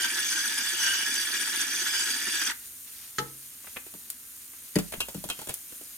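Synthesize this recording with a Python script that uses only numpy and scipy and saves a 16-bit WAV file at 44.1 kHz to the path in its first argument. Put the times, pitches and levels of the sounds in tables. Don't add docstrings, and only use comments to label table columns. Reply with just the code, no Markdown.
import sys
import numpy as np
from scipy import signal
from scipy.fft import rfft, irfft
from scipy.io import wavfile
from scipy.ndimage import uniform_filter1d, map_coordinates

SR = 44100
rng = np.random.default_rng(int(sys.argv[2]) if len(sys.argv) > 2 else 0)


def materialize(psi):
    bounded = np.clip(np.atleast_2d(psi).T, -1, 1)
    quanta = np.round(bounded * 32767).astype(np.int16)
    wavfile.write(sys.argv[1], SR, quanta)


N = 263585
T = np.arange(N) / SR

# frequency in Hz, boost or cut in dB.
KITCHEN_COLOUR = [(20, -62), (45, -0.5), (90, 2), (180, -7.5), (245, 1.5), (400, -8), (700, -16),
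                  (1500, -7.5), (4000, -23.5)]
SIZZLE_COLOUR = [(700, -29.5), (1500, -14.5), (3000, -10.5), (5000, -12.5), (7000, -1), (8000, -5),
                 (9700, 5.5), (11000, -10), (12500, 3.5), (14500, -1.5), (16000, -12)]
WOOD_COLOUR = [(100, -4), (320, 1), (600, -2.5), (900, -11.5), (1400, -13.5), (2000, -14), (3000, -8),
               (5000, -14.5), (9000, -7)]
TICK_COLOUR = [(400, 1), (1450, 0.5), (2000, -10), (3000, -3), (5000, -4.5), (6500, 3), (11000, 7),
               (16000, -25)]
GEARBOX_COLOUR = [(500, -41), (760, -26), (890, -7.5), (1050, -14.5), (1330, -5), (1480, 2.5), (1720, 1),
                  (1900, 2), (2080, -7.5), (2400, -9.5), (2700, -10.5), (3500, -12), (4000, -12.5),
                  (7000, -38)]
HOUSING_COLOUR = [(40, -49), (170, -18), (250, 1), (370, 0.5), (490, -17), (620, -11.5), (760, -18),
                  (1500, -27)]
SALT_COLOUR = [(1000, -23.5), (2200, -2.5), (3550, -3), (3900, -5), (4250, -9.5), (4650, 0.5), (5400, -3),
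               (6200, -1), (6700, 3), (7200, 0.5), (7900, -2.5), (9500, 3.5), (11000, -16.5), (13000, 3.5),
               (16000, -43)]
SIDE_COLOUR = [(60, -13), (300, -27), (650, 1.5), (1400, -8.5), (2400, -3.5), (4400, 1.5), (8000, -7),
               (15000, -6.5)]
SPIT_COLOUR = [(300, -24), (1200, -10), (5000, -6.5), (10000, 7.5), (16000, -2)]
RUB_COLOUR = [(200, -17), (700, -10), (1600, -2), (3000, 0), (6000, 1.5), (12000, -37)]
SCRAPE_COLOUR = [(200, -7), (800, -1.5), (4000, -4.5), (13000, -21)]
RIM_COLOUR = [(200, -33), (1000, -11), (1650, 2.5), (2400, -7), (7000, -8.5), (9000, -20), (16000, -28)]
GRATE_COLOUR = [(25, -10), (60, 0), (170, -1), (450, 7.5), (620, -12), (900, -6), (1800, -26),
                (2600, -36)]
RATTLE_COLOUR = [(150, -9), (400, -5), (900, -3.5), (1500, -2), (2600, 0), (4000, -17.5), (9000, -37)]
ECHO_COLOUR = [(100, -11), (400, -10), (2000, -7.5), (10000, -13.5)]

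# pitch in Hz, relative level in dB, seconds to fade.
PAN_NOTES = [(135, -13, 0.64), (196.5, -11, 0.18), (322, -14.5, 0.56), (410, -5, 0.091), (480, -8.5, 0.23),
             (858, 4, 0.15), (853, 6.5, 0.056), (1233, 0, 0.045), (1306, 4, 0.14), (1590, -3, .03),
             (1798, -7, 0.077), (1890, 7, 0.029)]
STOVE_NOTES = [(54.7, -27, 0.71), (109, -16, 0.18), (166.2, 0.5, 0.12), (201.4, -1.5, 0.15),
               (246, -13, 0.2), (296.6, 2, 0.1), (358, 3, 0.04), (440, 1.5, 0.078), (520, -17, 0.083),
               (590, -7, 0.11)]
CLINK_NOTES = [(2562, 4, .08), (2775, -3, .18), (3149, 1, .13), (3240, 4, .06), (3420, 2, .049),
               (3946, 3, .05), (4180, 5, .045)]
BASE_NOTES = [(1950, -2, .04), (3020, -6, .035), (4780, 2, .028), (6480, -2, .022), (7250, -4, .025)]
TUBE_NOTES = [(3530, -6, .05), (4680, -4, .02), (5755, -5.5, .045), (6110, -2, .025), (6280, -3, .018),
              (6540, -4, .018), (7950, -1, .012), (8936, -9, .07)]
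# multiple of its pitch, relative level in dB, seconds to fade.
WOOD_NOTES = [(.72, -11, 0.043), (1.001, 3, 0.041), (1.6, -1.5, .03), (2.7, -11, 0.016)]

# pitch in Hz, level in dB.
WHINE_TONES = [(8285, -68), (8936, -67), (12468, -71), (13114, -68), (13765, -68)]
# time in seconds, level in dB.
FRYING_LEVELS = [(2.6, -45), (3.5, -46), (4.6, -46), (5.2, -45.5), (5.9, -44.5)]
# start in seconds, level in dB before a 16.5 dB cut.
FAT_SPITS = [(4.102, -12), (5.541, -12)]
# middle in seconds, length in seconds, level in dB.
SPATULA_STROKES = [(2.62, 0.048, -61), (3.03, 0.31, -59), (3.9, 0.57, -74), (5.22, 1, -63)]
# start in seconds, wood level in dB, wood pitch in Hz, tick level in dB.
SMALL_KNOCKS = [(3.767, -53, 700, -67), (3.865, -47.5, 390, -49), (3.939, -74, 350, -47),
                (4.757, -35, 530, -30), (4.787, -31.5, 454, -30.5), (4.922, -45.5, 630, -38),
                (4.938, -37, 434, -43), (5.004, -38.5, 1453, -27.5), (5.085, -39.5, 547, -41.5),
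                (5.146, -39.5, 500, -42.5), (5.167, -68, 1200, -54), (5.24, -38, 620, -37),
                (5.289, -42, 860, -37), (5.3, -37, 1464, -30.5), (5.39, -42.5, 626, -40),
                (5.416, -43.5, 860, -41), (5.472, -42.5, 356, -41), (5.488, -53, 627, -39),
                (5.493, -34.5, 640, -32.5), (5.721, -48.5, 310, -71), (5.811, -47.5, 378, -50)]
# start in seconds, level in dB, favoured pitch in Hz.
METAL_CLINKS = [(4.938, -47, 2860), (5.004, -33, 2780), (5.3, -34.5, 3140)]
# start in seconds, ring level in dB, crack level in dB.
RIM_HITS = [(3.184, -28, -27)]
# start in seconds, level in dB, softness in seconds.
STOVE_THUDS = [(3.214, -45.5, 0.0066), (3.943, -49, 0.00052), (4.759, -18.5, 0.00084), (4.789, -37, 0.0026),
               (4.975, -43.5, 0.027), (5.149, -35.5, 0.0029), (5.173, -41.5, 0.0096),
               (5.248, -42.5, 0.0021), (5.495, -51, 0.00094)]
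# start in seconds, level in dB.
BASE_LANDINGS = [(4.756, -30), (4.787, -44)]
# start in seconds, level in dB.
MILL_RATTLES = [(3.643, -51.5), (3.67, -44.5), (3.762, -42), (3.767, -34.5), (4.533, -55), (4.763, -33),
                (4.924, -43), (4.936, -39)]
# middle in seconds, length in seconds, level in dB, pitch in Hz.
BURR_SQUEAKS = [(0.017, 0.13, -36, 3120), (.37, 0.25, -37, 6170), (0.862, 0.15, -34, 2934),
                (0.868, 0.12, -40, 5840), (0.975, 0.23, -37, 2960), (1.783, 0.15, -40, 6240),
                (1.957, 0.13, -36.5, 5000), (1.98, 0.11, -43, 3080)]
# middle in seconds, length in seconds, force in dB compared with a
# common bite, spray in dB compared with the steady crackle.
BIG_CRUNCHES = [(.012, 0.021, 0.5, -14), (.05, 0.024, 3.5, -13), (.18, 0.085, 1, -29),
                (.33, 0.095, -14, -31), (.584, 0.022, -4.5, -24), (.834, 0.031, 3, -8),
                (.878, 0.024, -3, -12), (.95, 0.037, -4.5, -13), (1.165, 0.051, -5.5, -14),
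                (1.35, 0.025, -7.5, -8), (1.41, .042, -6, -14), (1.615, 0.026, -8.5, -9),
                (1.867, 0.024, 3.5, -28), (1.945, 0.024, -5, -17), (2.007, 0.023, -4.5, -22),
                (2.11, 0.031, -25, -4.5), (2.35, .056, -19.5, -13), (2.418, 0.013, 2, -24),
                (2.476, 0.015, 4, -8), (2.5, 0.0088, 2.5, -12)]
# time in seconds, teeth of the first gear passing per second.
TOOTH_RATES = [(0,1583),(.05,1560),(.095,1722),(.23,1692),(.335,1560),(.44,1657),(.52,1715),(.6,1631),(.67,1641),(.73,1725),(.86,1595),(.95,1565),(1.13,1720),(1.19,1640),(1.3,1718),(1.42,1661),(1.5,1723),(1.62,1644),(1.69,1740),(1.87,1715),(1.97,1595),(2.08,1660),(2.26,1775),(2.35,1670),(2.46,1610)]
# multiple of the tooth rate, relative level in dB.
GEAR_TONES = [(1, 0), (2, 1), (3, 0)]

GEAR_TEETH, FREE_TOOTH_HZ = 11, 1744
OFF_S, COAST_S, STOP_S = 2.469, .085, 2.52
TURNS_PER_BITE, BITE_SCATTER_DB = 10.255, 1.7
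BITE_START, BITE_WIDTH, BITE_JITTER = .78, .327, .05
BITE_SAG, SAG_LAG_S = .026, .012
GEAR_DB, STRAIN_DB, SALT_DB = -40, -38, -35
GEAR_LOAD_DB, SALT_LOAD_DB = 1.5, 1.93
BUZZ_DEPTH = .35


def amp(db):
    return 10 ** (np.asarray(db) / 20)


def unit(x):
    return x / np.sqrt(np.mean(x ** 2))


def curve(rows):
    return np.interp(T, *np.transpose(rows))


def swells(rows, db_column=2):
    return sum(amp(row[db_column]) * np.exp(-(2 * (T - row[0]) / row[1]) ** 2) for row in rows)


def colour(x, points, size=8192):
    hz, db = np.transpose(points)
    bins_hz = np.arange(size // 2 + 1) * SR / size
    log_gain = np.log(amp(np.interp(np.log(bins_hz + 1), np.log(hz), db)))
    cepstrum = irfft(log_gain, size)
    cepstrum[1:size // 2] *= 2
    cepstrum[size // 2 + 1:] = 0
    response = irfft(np.exp(rfft(cepstrum)))[:size // 2]
    return signal.oaconvolve(x, response)[:len(x)]


def fade(fade_s):
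    return np.exp(-np.log(1000) * T[:SR // 2] / fade_s)


def ring(notes):
    return sum((-1) ** k * amp(db) * fade(fade_s) * np.sin(2 * np.pi * hz * T[:SR // 2])
               for k, (hz, db, fade_s) in enumerate(notes))


def burst(fade_s):
    return rng.standard_normal(SR // 2) * fade(fade_s)


def scuff(sound):
    return sound * (1 - np.exp(-T[:SR // 2] / .001))


def through(x, response):
    return signal.fftconvolve(x, response)[:N]


def add(out, start_s, sound, db, size=256):
    i = int(start_s * SR)
    out[i:i + len(sound)] += (amp(db) * sound / np.sqrt(np.mean(sound[:size] ** 2)))[:N - i]


def wander(per_s):
    step = int(SR / per_s)
    return 1.2 * uniform_filter1d(np.repeat(rng.standard_normal(N // step + 1), step), step)[:N]


def clicks(per_s, spread_db):
    size = amp(spread_db * np.minimum(rng.exponential(size=N), 5))
    return unit((rng.random(N) < per_s / SR) * size * rng.choice([-1, 1], N))


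def kitchen():
    return unit(colour(rng.standard_normal(N), KITCHEN_COLOUR)) * amp(-63)


def room_echo(x, fade_s=.26, gap_s=.0068):
    echoes = burst(fade_s) * (T[:SR // 2] > gap_s)
    return through(colour(x, ECHO_COLOUR), echoes / np.sqrt(np.sum(echoes ** 2)))


def scatter(x, fade_s):
    paths = rfft(burst(fade_s))
    lead = SR // 400
    echoes = np.roll(irfft(paths / np.abs(paths)), lead + SR // 1000)[:SR // 10]
    return signal.oaconvolve(x, echoes)[lead:N + lead]


def electrics(waver_hz=3):
    return sum(amp(db) * np.sqrt(2) * np.sin(2 * np.pi * np.cumsum(hz + waver_hz * wander(40)) / SR)
               for hz, db in WHINE_TONES)


def onions():
    pops = clicks(6000, 1.3) * amp(.5 * wander(14))
    return unit(colour(pops, SIZZLE_COLOUR)) * amp(curve(FRYING_LEVELS))


def spits():
    out = np.zeros(N)
    for start, db in FAT_SPITS:
        add(out, start, colour(burst(.0059) + .22 * burst(.058), SPIT_COLOUR), db - 16.5)
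    return out


def rubbing(between_strokes_db=-63):
    slips = clicks(2000, .96) * amp(2.7 * wander(30))
    return unit(colour(slips, RUB_COLOUR)) * (amp(between_strokes_db) + swells(SPATULA_STROKES))


def scrapes(length_s=.016, below_tick_db=11):
    drag = swells([(start + .58 * length_s, length_s, tick_db - below_tick_db)
                   for start, _, _, tick_db in SMALL_KNOCKS])
    return unit(colour(clicks(1100, 1.7), SCRAPE_COLOUR)) * drag


def knocks():
    out = np.zeros(N)
    for start, wood_db, wood_hz, tick_db in SMALL_KNOCKS:
        tilt = .082 * (tick_db + 25)
        tick_colour = [(hz, db + tilt * np.log2(hz) + 2 * rng.standard_normal())
                       for hz, db in TICK_COLOUR]
        note = ring([(wood_hz * ratio, db, fade_s) for ratio, db, fade_s in WOOD_NOTES])
        grain = burst(.072) + 1.4 * uniform_filter1d(burst(.12), size=9)
        add(out, start, scuff(unit(note) + 1.2 * unit(colour(grain, WOOD_COLOUR))), wood_db)
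        add(out, start, colour(burst(.01) + .35 * burst(.069), tick_colour), tick_db)
    return out


def clinks(lift_db=6.5, width_hz=86):
    out = np.zeros(N)
    for start, clink_db, spot_hz in METAL_CLINKS:
        metal = ring([(hz, db + lift_db * np.exp(-((hz - spot_hz) / width_hz) ** 2), fade_s)
                      for hz, db, fade_s in CLINK_NOTES])
        buzz = 1 + BUZZ_DEPTH * wander(330)[:SR // 2]
        add(out, start, scuff(metal * buzz), clink_db)
    return out


def rim_clunk():
    out = np.zeros(N)
    for start, ring_db, crack_db in RIM_HITS:
        add(out, start, ring(PAN_NOTES), ring_db)
        add(out, start, colour(burst(.065), RIM_COLOUR), crack_db)
        add(out, start, colour(burst(.34), GRATE_COLOUR), ring_db - 10.5)
    return out


def thuds():
    out = np.zeros(N)
    for start, db, soft_s in STOVE_THUDS:
        push = T[:SR // 20] * np.exp(-np.pi * T[:SR // 20] / soft_s)
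        add(out, start, through(ring(STOVE_NOTES), push), db, size=800)
    return out


def clacks():
    out = np.zeros(N)
    for start, db in BASE_LANDINGS:
        buzz = 1 + BUZZ_DEPTH * wander(840)[:SR // 2]
        add(out, start, ring(BASE_NOTES) * buzz, db)
    return out


def rattles():
    out = np.zeros(N)
    for start, db in MILL_RATTLES:
        add(out, start, colour(burst(.057), RATTLE_COLOUR), db)
    return out


def housing(force, lag_s=.0093):
    shudder = amp(-57 + 3.95 * wander(60))
    thump = amp(-60.5) * np.interp(T - lag_s, T, force)
    return unit(colour(clicks(1500, 1.2), HOUSING_COLOUR)) * (shudder + thump)


def brushes(turns, size=260):
    patches = rng.standard_normal(size)
    buzz = map_coordinates(patches, [turns * size % size], order=3, mode="grid-wrap")
    return buzz * amp(2 * wander(18.3))


def gears(turns):
    angle = 2 * np.pi * turns
    teeth = turns * GEAR_TEETH + .08 * np.sin(angle)
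    tone = sum(amp(db) * np.sin(2 * np.pi * k * teeth) for k, db in GEAR_TONES)
    throb = 1 + .5 * np.sin(angle) + .3 * np.cos(2 * angle)
    slack = 1 + .5 * rng.standard_normal(N)[teeth.astype(int)] + .3 * wander(60)
    rattle = unit(colour(clicks(3000, 2.6), GEARBOX_COLOUR))
    return .8 * colour(tone * throb * slack, GEARBOX_COLOUR) * amp(wander(12)) + .55 * rattle


def squeaks(fade_s=.028):
    return sum(unit(through(clicks(2300, 2.7), ring([(hz, 0, fade_s)]))) * swells([(middle, length, db)])
               for middle, length, db, hz in BURR_SQUEAKS)


def snaps(per_s=800, count=14, fade_s=.018):
    pitches = np.geomspace(2200, 10000, count) * (1 + .03 * rng.standard_normal(count))
    return unit(sum(through(clicks(per_s / count, 1.8), ring([(hz, 0, fade_s)])[:SR // 20])
                    for hz in pitches))


def salt(turns, force):
    scratch = clicks(4000, 2.3) + .6 * brushes(turns)
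    crackle = scratch * amp(wander(70)) * (1 + .2 * force)
    tube = sum(through(crackle * amp(2.8 * wander(14)), ring([note])) for note in TUBE_NOTES)
    grit = unit(crackle) + .75 * snaps()
    return unit(colour(grit, SALT_COLOUR)) + amp(-3.5) * unit(colour(tube, SALT_COLOUR))


def bites(turns):
    cycle = turns / TURNS_PER_BITE + BITE_START + BITE_JITTER * wander(14)
    crystal = amp(BITE_SCATTER_DB * rng.standard_normal(128))[cycle.astype(int)]
    return crystal * np.exp(-((cycle % 1 - .5) / BITE_WIDTH) ** 4)


def mill():
    tooth_hz = curve(TOOTH_RATES)
    turns_per_s = tooth_hz * (1 + .004 * wander(70) + .004 * wander(22)) / GEAR_TEETH
    load = 10 * (1 - tooth_hz / FREE_TOOTH_HZ)
    force = bites(np.cumsum(turns_per_s) / SR) + swells(BIG_CRUNCHES)
    sag = BITE_SAG * np.interp(T - SAG_LAG_S, T, force - uniform_filter1d(force, size=SR // 8))
    coast = np.clip(1 - (T - OFF_S) / COAST_S, 0, 1)
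    turns = np.cumsum(turns_per_s * (1 - sag) * coast) / SR
    whine = gears(turns) * amp(GEAR_LOAD_DB * load) * np.hypot(amp(GEAR_DB), amp(STRAIN_DB) * force)
    salt_flow = amp(SALT_DB + SALT_LOAD_DB * load) * (1 + swells(BIG_CRUNCHES, db_column=3))
    crushing = housing(force) + salt(turns, force) * salt_flow + squeaks()
    last_fade = np.exp(-np.maximum(T - STOP_S, 0) / .005)
    return last_fade * (whine + coast * crushing)


def scene():
    background = kitchen()
    grinding = mill()
    knocking = knocks() + clinks() + scrapes()
    banging = rim_clunk() + thuds() + clacks() + rattles() + spits()
    mid = background + grinding + knocking + banging + onions() + rubbing() + electrics()
    swing = 1.44 * wander(5)
    scattered = np.cos(swing) * scatter(mid, .031) + np.sin(swing) * scatter(mid, .025)
    knock_body = uniform_filter1d(uniform_filter1d(knocking, size=5), size=5)
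    rasp = uniform_filter1d(grinding, size=5) - uniform_filter1d(grinding, size=11)
    lean = .1 * banging - .2 * rasp
    head_start = np.gradient(.55 * grinding + 4.8 * knock_body)
    side = colour(scattered, SIDE_COLOUR) + lean + head_start
    return np.array([mid + side + room_echo(mid), mid - side + room_echo(mid)])


def record(dry):
    return signal.sosfilt(signal.ellip(8, .2, 70, 16000, fs=SR, output="sos"), dry)


dry = scene()
out = record(dry)
materialize(out)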